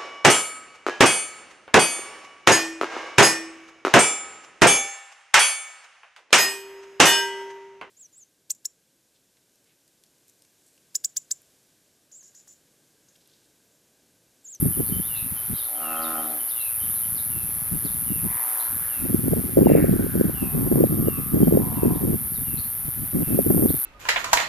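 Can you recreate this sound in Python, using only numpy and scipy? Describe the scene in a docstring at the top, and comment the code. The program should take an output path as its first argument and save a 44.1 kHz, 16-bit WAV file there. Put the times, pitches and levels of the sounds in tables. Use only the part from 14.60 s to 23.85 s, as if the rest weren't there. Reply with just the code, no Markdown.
"""A bullfrog bellows from a reedy riverbank; farther frogs answer, with two harsh cries among them.
Each frog's vocal pulses ring its body. Two bush crickets scrape a very high buzz from their wings
in the grass, and small birds whistle and chip far off over a soft countryside rush.
Gusts of wind thump on the microphone as their eddies strike it, hardest in the second half."""
import sys
import numpy as np
from scipy import signal
from scipy.fft import rfft, irfft, next_fast_len
from scipy.io import wavfile
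from scipy.ndimage import uniform_filter1d, minimum_filter1d, map_coordinates

SR = 44100
rng = np.random.default_rng(int(sys.argv[2]) if len(sys.argv) > 2 else 0)


def transcribe(signal):
    """Save signal, clipped to [-1, 1], as a 16-bit WAV file at the path in sys.argv[1]."""
    frames = np.atleast_2d(signal).T
    limited = np.clip(frames, -1, 1)
    pcm = np.round(limited * 32767).astype(np.int16)
    wavfile.write(sys.argv[1], SR, pcm)


N = 407925

# tone of the far rush and of the low hum under it: freq_hz, level_db
RUSH_EQ = [(290, -43), (500, -1), (777, 1), (1080, 1), (1190, 3), (2510, -4.5), (2780, -7.5), (3350, -7),
           (3630, -7.5), (4230, -9), (8000, -16.5), (10400, -36), (17600, -120)]
HUM_EQ = [(20, 15), (80, -2), (160, -3), (300, 14.5), (450, 11), (650, -44), (1200, -57)]
# fader ride of the far rush: time_s, level_db
RUSH_LEVEL = [(0, -47.5), (1.05, -47.5), (1.5, -45), (2.2, -47.5), (3.55, -47), (3.9, -44.5), (4.5, -47),
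              (8.2, -48.5), (9.25, -46)]
# how alike the bed is on left and right: freq_hz, correlation
BED_LIKENESS = [(100, 1), (700, 0.088), (2000, 0.35), (4000, 0.59), (7000, 1)]
# reverb of the riverbanks: freq_hz, t60_s
BANK_DECAY = [(200, 0.63), (1500, 0.61), (5000, 0.36), (12000, 0.19)]

# light wind between gusts, with its calms: time_s, strength_db
BREEZE = [(0, -37.5), (.95, -50.5), (1.15, -63.5), (1.95, -60), (2.23, -47), (2.9, -42.5), (3.72, -37.5),
          (3.82, -63), (4.03, -67), (4.13, -38), (4.33, -51.5), (4.45, -33), (7.18, -34), (7.7, -38),
          (8.17, -45), (9.12, -39), (9.25, -64)]
# gusts: start_s, hold_s, strength_db, extra_flutter_db
GUSTS = [(0.026, 0.062, -22, -8), (.18, 0.044, -30.5, 9.5), (0.291, 0.11, -30.5, -2),
         (0.625, 0.12, -38.5, 1), (0.901, 0.026, -30.5, -6), (2.214, 0.098, -42, -1),
         (2.484, 0.072, -40.5, -4), (2.716, 0.17, -38, 2), (3.129, 0.033, -29, -5.5),
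         (3.247, 0.013, -35.5, 18), (3.506, 0.046, -31, 3.5), (3.633, 0.033, -31, 3.5),
         (4.418, 0.18, -30, 5.5), (4.643, 0.16, -25, 2), (4.84, 0.073, -31.5, 4), (4.975, 0.234, -21.5, 3),
         (5.219, .14, -22, -3), (5.392, 0.074, -24.5, 1), (5.551, 0.15, -25, 1), (5.834, 0.012, -24, 1.5),
         (5.938, 0.14, -24, -3), (6.119, .14, -23.5, 4), (6.294, .2, -25.5, 0.5), (6.576, .04, -31.5, 6.5),
         (6.74, 0.285, -21, -2), (7.052, 0.15, -29, 0), (7.228, 0.13, -22.5, -2.5), (7.413, .14, -25, 1),
         (7.796, 0.0083, -28, -0.5), (7.888, 0.12, -33, -3.5), (8.257, 0.031, -34, 2.5),
         (8.37, 0.079, -34, -15), (8.547, 0.077, -25.5, 2.5), (8.691, 0.12, -26, 3.5),
         (8.867, 0.23, -23.5, 4.5), (9.136, 0.024, -32.5, 11.5)]
# tone of strong rumble, weak puffs and fast flutter: freq_hz, level_db
RUMBLE_EQ = [(15, -38), (30, -34), (50, -18), (90, -7), (160, 2.5), (220, -2), (300, -9.5), (450, -29),
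             (1500, -120)]
PUFF_EQ = [(15, -19), (40, -4), (90, 8), (140, 2), (220, -9.5), (450, -51), (1500, -120)]
FLUTTER_EQ = [(60, -50), (130, -15), (220, 3.5), (290, 3.5), (380, -1.5), (500, -10.5), (700, -19),
              (1000, -32.5), (2000, -40), (4000, -120)]
# single eddies on the microphone port: time_s, relative_db
THUMPS = [(0.051, -17), (3.121, -23), (3.252, -21), (4.545, -5.5), (4.658, -17), (4.734, -11),
          (4.971, -2.5), (4.988, -5.5), (5.028, -6.5), (5.06, -2.5), (5.068, -1), (5.099, -7),
          (5.117, -5.5), (5.151, 2.5), (5.191, -12), (5.242, -8), (5.313, -10), (5.337, -12), (5.554, -14),
          (5.611, -4), (6.115, -11.5), (6.207, -5), (6.238, -3), (6.483, -8.5), (6.746, -20.5), (6.816, -6),
          (6.831, -5), (6.924, -6), (6.972, -4.5), (7.232, -7.5), (7.257, -7.5), (7.437, -12.5),
          (8.579, -19), (8.789, -5), (8.864, -11)]
# phase shift between the channels that spreads the buffeting: freq_hz, left_lead_rad
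CHANNEL_PHASE = [(20, .05), (60, 0.29), (110, 0.93), (200, 1.3), (330, 1.84), (550, 2.03), (800, 2),
                 (1200, 0.61)]

# falling whistles, sharp down-slurred chips, buzzy chirps and near-level pips: start_s, relative_db
WHISTLES = [(.48, -43), (1.21, -41.5), (1.95, -43), (2.69, -50), (3.46, -48.5), (4.28, -48), (5.04, -45.5),
            (5.74, -45), (6.45, -47.5), (7.13, -52), (7.84, -52), (8.61, -52)]
CHIPS = [(.965, -43.5), (1.415, -40.5), (1.88, -45.5), (2.555, -44.5), (3.24, -44.5), (7.73, -49)]
CHIRPS = [(.555, -43.5), (1.995, -43), (2.58, -47), (3.99, -42), (7.34, -51), (7.97, -40.5), (9.08, -43.5)]
PIPS = [(.12, -49), (.32, -40), (.76, -46), (.95, -48), (1.15, -48), (1.36, -43), (1.57, -46), (1.79, -46),
        (2.2, -45), (2.42, -49.5), (6.82, -50)]
# spells of faint twittering: start_s, end_s, relative_db
TWITTER_SPELLS = [(0.249, 1.098, -49), (1.601, 2.404, -53), (5.999, 7.448, -60)]

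# fader ride of both crickets together: time_s, level_db
CRICKET_LEVEL = [(0.05, -26), (0.79, -29.5), (1.0, -28), (1.28, -30), (2.33, -25), (2.94, -28), (3.92, -26),
                 (4.89, -30), (5.1, -32), (5.71, -31), (5.89, -29), (7.05, -30), (7.3, -31), (7.79, -27),
                 (8.53, -29.5), (8.92, -24.5), (9.25, -24.5)]
# crossfade between the crickets: time_s, second_power_share
CRICKET_BALANCE = [(0, 0.24), (2, 0.25), (3.4, 0.029), (4.3, 0.12), (5.3, 0.36), (6.1, 0.82), (7.5, 0.51),
                   (8.4, 0.64), (8.8, 0.83), (9.25, 0.97)]
# wing strokes of each cricket: time_s, first_rate_hz, second_rate_hz
STROKE_RATES = [(0, 115.5, 123), (1.2, 115, 123), (2, 116, 123), (3.4, 117.2, 123.4), (6.1, 117.4, 122.6),
                (9.25, 117.2, 123.2)]
# ringing bands of each cricket's wings: centre_hz, width_hz, level_db
FIRST_WING_MODES = [(9820, 110, -2.5), (10386, 220, -0.5), (11000, 220, 1.5), (11740, 330, -2),
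                    (12600, 350, -6), (12880, 300, -1), (13240, 150, -1.5), (14000, 620, -4.5)]
SECOND_WING_MODES = [(9615, 270, -6), (10570, 155, -4), (11200, 210, -2.5), (11600, 210, 0),
                     (12330, 210, 3), (12630, 180, -0.5), (13700, 240, -0.5), (14200, 300, 5.5)]
# overall tone of the buzz: freq_hz, level_db
BUZZ_EQ = [(7000, -46), (8300, -26), (8900, -9), (9500, -2), (10300, 0.5), (13300, -1.5), (14300, -12),
           (15000, -14.5), (15500, -3)]

# path of each harsh cry, one list a cry: time_s, level_db, centre_hz, nominal_width_hz
CRY_PATHS = [
    [(3.62, -59, 2000, 784), (3.76, -48.5, 1930, 800), (3.86, -52, 1870, 950), (3.96, -49, 1490, 650),
     (4.1, -50.5, 1490, 600), (4.27, -47.5, 1550, 650), (4.37, -54, 1650, 650), (4.5, -60, 1500, 600)],
    [(5.03, -65, 2200, 1000), (5.1, -46, 2000, 1100), (5.18, -43, 1900, 1000), (5.3, -49, 1560, 600),
     (5.44, -48.5, 1530, 350), (5.58, -50.5, 1520, 330), (5.7, -51, 1580, 400), (5.79, -61, 1550, 400)],
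]
# answering frogs: start_s, end_s, pitch_hz, level_db, ring_hz, half_width_hz, throat_db, sac_db
ANSWERS = [(3.626, 4.131, 75.3, -43, 956, 170, -6, -9.5), (5.703, 6.287, 89.7, -46.5, 1000, 258, 5.5, -22),
           (6.098, 6.975, 81.7, -50.5, 1195, 110, -26, -25), (6.931, 7.444, 73.34, -41.5, 940, 130, 0, -19)]
# the near bellow, a row each for throat, eardrums and vocal sac: start_s, end_s, level_db, swell_s, fade_s
BELLOW_LAYERS = [(1, 1.85, -40.5, 0.27, 0.19), (1.126, 1.814, -36, 0.18, 0.35),
                 (0.98, 1.886, -42, 0.51, 0.26)]
# tone that each of those parts radiates: freq_hz, level_db
THROAT_EQ = [(380, -35), (480, -25), (560, 14), (640, 4), (720, 15.5), (805, 12.5), (880, -7), (1000, -28),
             (1300, -70)]
EARDRUM_EQ = [(850, -26.5), (970, -27), (1050, -7.5), (1130, -14.5), (1210, -7), (1290, 0), (1370, -8),
              (1450, -9.5), (1620, -28), (1850, -22.5), (2350, -35), (2590, -25), (2900, -28), (5000, -48)]
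SAC_EQ = [(40, -44), (80, -19), (160, -14), (240, 1), (320, 4.5), (400, -9), (520, -11), (900, -84)]


def amp(db):
    return 10 ** (np.asarray(db) / 20)


def unit_rms(x):
    return x / np.sqrt(np.mean(x ** 2) + 1e-20)


def at_freq(points, hz):
    """Read (freq_hz, value) points along a log frequency axis."""
    freqs, values = np.transpose(points)
    return np.interp(np.log(hz + 1), np.log(freqs + 1), values)


def curves(rows):
    """One value per sample for each column after the time."""
    times, *columns = np.transpose(rows)
    return [np.interp(np.arange(N) / SR, times, column) for column in columns]


def gate(rows):
    """Open over the time span of a table, with 20 ms fades outside it."""
    t = np.arange(N) / SR
    return np.clip(1 + np.minimum(t - rows[0][0], rows[-1][0] - t) / .02, 0, 1)


def wobble(rate_hz):
    """A smooth random curve through rate_hz knots a second."""
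    knots = rng.standard_normal(int(N * rate_hz / SR) + 4)
    coarse = np.arange(0, N, 16)
    return np.interp(np.arange(N), coarse, map_coordinates(knots, [coarse * rate_hz / SR]))


def filtered(x, response):
    """Filter x by a complex response of frequency."""
    size = next_fast_len(N + SR // 4, True)
    return irfft(rfft(x, size) * response(np.fft.rfftfreq(size, 1 / SR)), size)[..., :N]


def noise(eq):
    """Coloured noise of rms 1."""
    return unit_rms(filtered(rng.standard_normal(N), lambda hz: amp(at_freq(eq, hz))))


def ring(x, eq, size=4096):
    """Let x ring a body: a minimum-phase filter with the given tone."""
    cepstrum = irfft(np.log(amp(at_freq(eq, np.fft.rfftfreq(size, 1 / SR)))))
    cepstrum[1:size // 2] *= 2
    cepstrum[size // 2 + 1:] = 0
    return signal.oaconvolve(x, irfft(np.exp(rfft(cepstrum))))[:N]


def formant(hz, centre, width):
    """Two identical band-pass resonances in series."""
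    return (1j * hz * width / (centre ** 2 - hz ** 2 + 1j * hz * width)) ** 2


def outdoors(x, wet_db):
    """A centred source and its stereo scatter from the banks and the bridge."""
    hz, t, spectra = signal.stft(rng.standard_normal((2, SR // 2)), SR, nperseg=256)
    decay = amp(-60 * t / at_freq(BANK_DECAY, hz)[:, None])
    tail = signal.istft(spectra * decay, SR, nperseg=256)[1]
    tail = np.pad(tail / np.linalg.norm(tail[0]), ((0, 0), (400, 0)))  # 9 ms pre-delay
    return x + amp(wet_db) * signal.oaconvolve(x[None], tail, axes=1)[:, :N]


def countryside():
    """The bed: a steady far rush over a low hum, widest in the midrange."""
    spread = lambda hz: np.arccos(np.clip(at_freq(BED_LIKENESS, hz), -1, 1)) / 2
    sway_db = .5 * wobble(5)
    rush = amp(curves(RUSH_LEVEL)[0] + sway_db) * np.array([noise(RUSH_EQ), noise(RUSH_EQ)])
    hum = amp(-59) * np.array([noise(HUM_EQ), noise(HUM_EQ)])
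    mid, side = filtered(rush + hum, lambda hz: np.array([np.cos(spread(hz)), np.sin(spread(hz))]))
    return np.array([mid + side, mid - side])


def bird_notes(cues, glide_hz, length_s, trill, trill_hz, vary):
    """One bird repeats a trilled note that slides through glide_hz, a little different each time."""
    out, t = np.zeros(N + SR), np.arange(int(length_s * SR)) / SR
    progress = t / length_s
    for start, db in cues:
        turns = np.array(glide_hz) * (1 + vary * rng.standard_normal(len(glide_hz)))
        warble = np.sin(2 * np.pi * trill_hz * t * (1 + 0.051 * rng.standard_normal()))
        pitch = np.interp(progress, np.linspace(0, 1, len(turns)), turns) * (1 + trill * warble)
        swell = np.abs(np.sin(np.pi * progress)) ** 0.46 * (1 + 0.081 * warble)
        out[int(start * SR):][:len(t)] += amp(db) * swell * np.sin(2 * np.pi * np.cumsum(pitch) / SR)
    return out[:N]


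def birds():
    """Far birds, blurred by the trees, with a slap echo off the bridge girder."""
    whistles = bird_notes(WHISTLES, [2990, 2763, 2643, 2476],
                          length_s=0.15, trill=0.018, trill_hz=112.3, vary=0.0134)
    chips = bird_notes(CHIPS, [4070, 4370, 5260, 4190, 3690, 3740, 3500, 3430],
                       length_s=0.056, trill=0.01, trill_hz=140, vary=0.0267)
    chirps = bird_notes(CHIRPS, [4480, 3680, 4100, 4060],
                        length_s=0.037, trill=0.045, trill_hz=120, vary=.05)
    pips = bird_notes(PIPS, [3130, 3060, 3020], length_s=0.0426, trill=0.025, trill_hz=105, vary=0.016)
    cues = [(s, db + 2 * rng.standard_normal())
            for start, end, db in TWITTER_SPELLS for s in rng.uniform(start, end, size=8)]
    twitter = bird_notes(cues, [3700, 3950, 3500], length_s=.055, trill=0.029, trill_hz=88.4, vary=0.13)
    song = amp(-0.5) * (whistles + chips + chirps + pips + twitter)
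    echo = amp(-12.5) * np.roll(song, int(0.061 * SR))
    return outdoors(song + echo, wet_db=-4)


def cricket(rate_hz, modes, stroke_width, rest_pressure, hiss, drift_db):
    """Each closing of the wings drags a file over a scraper: the same teeth each time, plus fresh hiss."""
    phase = np.cumsum(rate_hz * (1 + .002 * wobble(40))) / SR % 1
    teeth = unit_rms(irfft(np.exp(2j * np.pi * rng.random(180)), 16384))
    pressure = rest_pressure + np.exp(-((phase - .5) / stroke_width) ** 2)
    scrape = pressure * (teeth[(phase * len(teeth)).astype(int)] + hiss * rng.standard_normal(N))
    hz, t, spectra = signal.stft(scrape, SR, nperseg=2048)
    power = amp(-16) ** 2  # floor between the ringing bands
    for centre, width, db in modes:
        drift = np.interp(t, np.arange(12), rng.standard_normal(12))  # each band swells on its own
        power = power + amp(db + drift_db * drift) ** 2 / (1 + (2 * (hz[:, None] - centre) / width) ** 2)
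    wings = np.sqrt(power) * amp(at_freq(BUZZ_EQ, hz))[:, None]
    return unit_rms(signal.istft(spectra * wings, SR, nperseg=2048)[1][:N])


def crickets():
    """Two insects with slightly different stroke rates beat against each other, just left of centre."""
    rate_a, rate_b = curves(STROKE_RATES)
    share = np.clip(curves(CRICKET_BALANCE)[0], 0, 1)
    first = cricket(rate_a, FIRST_WING_MODES, stroke_width=.25, rest_pressure=.8, hiss=.65, drift_db=1.5)
    second = cricket(rate_b, SECOND_WING_MODES,
                     stroke_width=.13, rest_pressure=.66, hiss=.65, drift_db=1.2)
    buzz = amp(curves(CRICKET_LEVEL)[0]) * (np.sqrt(1 - share) * first + np.sqrt(share) * second)
    scatter = amp(-20.5) * np.roll(buzz, SR // 200)  # a 5 ms delay widens the image
    return np.array([buzz + scatter, buzz - scatter]) * amp([[.35], [-.35]])


def eddies(eq, lumps_db, rate_hz):
    """Random pressure kicks, bunched in lumps and levelled so their mean strength stays steady."""
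    kicks = (rng.random(N) < rate_hz / SR) * rng.standard_normal(N) * amp(lumps_db)
    pressure = unit_rms(filtered(kicks, lambda hz: amp(at_freq(eq, hz))))
    power = uniform_filter1d(uniform_filter1d(pressure ** 2, size=SR // 15), size=SR // 30)
    return pressure / np.sqrt(np.abs(power) + 0.0012)


def gust_envelopes():
    """Each gust jumps out of the breeze, holds and dies away; flutter grows faster than rumble."""
    attack_s, release_s = 0.016, 0.019
    equal_db, growth = -20, 1.96  # strength where flutter equals rumble; flutter dB per dB of strength
    flutter_of = lambda db: amp(equal_db + growth * (db - equal_db))
    t, breeze_db = np.arange(N) / SR, curves(BREEZE)[0]
    rumble, flutter = amp(breeze_db), flutter_of(breeze_db)
    for start, hold, db, extra_db in GUSTS:
        near = slice(max(int((start - .5) * SR), 0), int((start + hold + .5) * SR))
        age = t[near] - start
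        shape = np.exp(np.minimum(age, 0) / attack_s - np.maximum(age - hold, 0) / release_s)
        rumble[near] = np.maximum(rumble[near], amp(db) * shape)
        flutter[near] = np.maximum(flutter[near], flutter_of(db) * amp(extra_db) * shape ** growth)
    return rumble, flutter


def thumps():
    """Single eddies hit the microphone port: a swing or two of pressure, quicker on harder hits."""
    out, t = np.zeros(N), np.arange(N) / SR
    for (s, db), (detune, phase) in zip(THUMPS, rng.standard_normal((len(THUMPS), 2))):
        near = slice(max(int((s - .02) * SR), 0), int((s + .02) * SR))
        swing_hz = 320 * np.exp(0.18 * detune + 0.033 * (db + 10.0))
        cycles = (t[near] - s - .002) * swing_hz
        out[near] += amp(db - 2) * np.exp(-(cycles / 0.62) ** 2) * np.cos(2 * np.pi * cycles + phase)
    return out


def wind():
    """Lumpy buffeting, fluttering in strong gusts; a phase shift between the channels spreads it."""
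    rumble_gain, flutter_gain = gust_envelopes()
    lumps = wobble(55)
    gusts = eddies(RUMBLE_EQ, 6.2 * lumps, rate_hz=700)
    puffs = eddies(PUFF_EQ, 4 * wobble(28), rate_hz=300)  # weak puffs shed slower, deeper eddies
    gust_share = rumble_gain / (rumble_gain + amp(-37.5))
    rumble = rumble_gain * (np.sqrt(gust_share) * gusts + np.sqrt(1 - gust_share) * puffs)
    flutter = flutter_gain * eddies(FLUTTER_EQ, 3.5 * lumps, rate_hz=260)
    buffet = rumble + flutter + thumps()
    spread = lambda hz: np.tan(np.clip(at_freq(CHANNEL_PHASE, hz), 0, 2.3) / 2)
    # a small part of the turbulence differs between the two sides
    width = amp(-16.5) * rumble_gain * noise(RUMBLE_EQ) + amp(-12.0) * flutter_gain * noise(FLUTTER_EQ)
    sides = np.array([[1], [-1]])
    return filtered(buffet, lambda hz: 1 + 1j * spread(hz) * sides) + width * sides


def vocal_pulses(pitch_hz, jitter, rough):
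    """The vocal folds give one click a cycle, each followed by a short puff of noise."""
    cycles = np.cumsum(pitch_hz * (1 + jitter * wobble(60))) / SR
    clicks = np.diff(np.floor(cycles), prepend=0)
    puffs = rng.standard_normal(N) * np.exp(-4 * (cycles % 1))
    return unit_rms(clicks) + rough * unit_rms(puffs)


def harsh_cries():
    """Hoarse rasps whose single broad resonance slides down."""
    out = np.zeros(N)
    for cry in CRY_PATHS:
        times, _, centre, width = np.transpose(cry)
        rasp = vocal_pulses(115 + 14 * wobble(14), jitter=.12, rough=5.5)
        hz, t, spectra = signal.stft(rasp, SR, nperseg=256)
        centre, width = np.interp(t, times, centre), np.interp(t, times, width)
        mouth = 1 / (1 + ((hz[:, None] - centre) / (0.87 * width)) ** 2) ** 2.4 / np.sqrt(width)
        voice = unit_rms(signal.istft(spectra * mouth, SR, nperseg=256)[1][:N])
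        out += voice * amp(curves(cry)[0]) * gate(cry)
    return outdoors(out, wet_db=-3.5)


def answering_frogs():
    """Farther frogs pulse three body resonances; loudness and pitch arch together over each call."""
    t, out = np.arange(N) / SR, np.zeros(N)
    for start, end, pitch, db, ring_hz, half_width, throat_db, sac_db in ANSWERS:
        effort = np.abs(np.sin(np.pi * np.clip((t - start) / (end - start), 0, 1)))
        folds = vocal_pulses(pitch * (1 - .06 * (1 - effort)), jitter=.004, rough=.22)
        body = lambda hz: (formant(hz, ring_hz, 2 * half_width)
                           + amp(throat_db) * formant(hz, 770, 89)
                           + amp(sac_db) * formant(hz, 253, 130))
        out += amp(db) * effort ** 0.68 * unit_rms(filtered(folds, body))
    return outdoors(out, wet_db=-4.5)


def bullfrog():
    """Slow vocal pulses ring the throat, the eardrums and the sac, each swelling in its own time."""
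    t, out = np.arange(N) / SR, np.zeros(N)
    # the pulse rate arches with the push of the lungs
    push_s, peak_hz, sag_hz_per_s2, slack_hz = 1.43, 80.7, 66, 69
    pitch = np.maximum(peak_hz - sag_hz_per_s2 * (t - push_s) ** 2, slack_hz)
    folds = vocal_pulses(pitch, jitter=.003, rough=.24)
    for (start, end, db, swell, fade), body in zip(BELLOW_LAYERS, (THROAT_EQ, EARDRUM_EQ, SAC_EQ)):
        effort = np.clip(np.minimum((t - start) / swell, (end - t) / fade), 0, 1)
        out += amp(db) * np.sin(np.pi / 2 * effort) ** 2 * unit_rms(ring(folds, body))
    return outdoors(out, wet_db=-10.0)


def scene():
    """The stereo riverbank mix."""
    return bullfrog() + answering_frogs() + harsh_cries() + crickets() + birds() + wind() + countryside()


def record(dry, cutoff_hz=15200):
    """A limiter ducks the mix on gust peaks over full scale; a brick-wall low-pass trims the top."""
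    needed_gain = 1 / np.maximum(np.abs(dry).max(axis=0), 1)
    gain = uniform_filter1d(minimum_filter1d(needed_gain, size=SR // 150), size=SR // 150)
    return filtered(dry * gain, lambda hz: hz < cutoff_hz)


dry = scene()
out = record(dry)
transcribe(out)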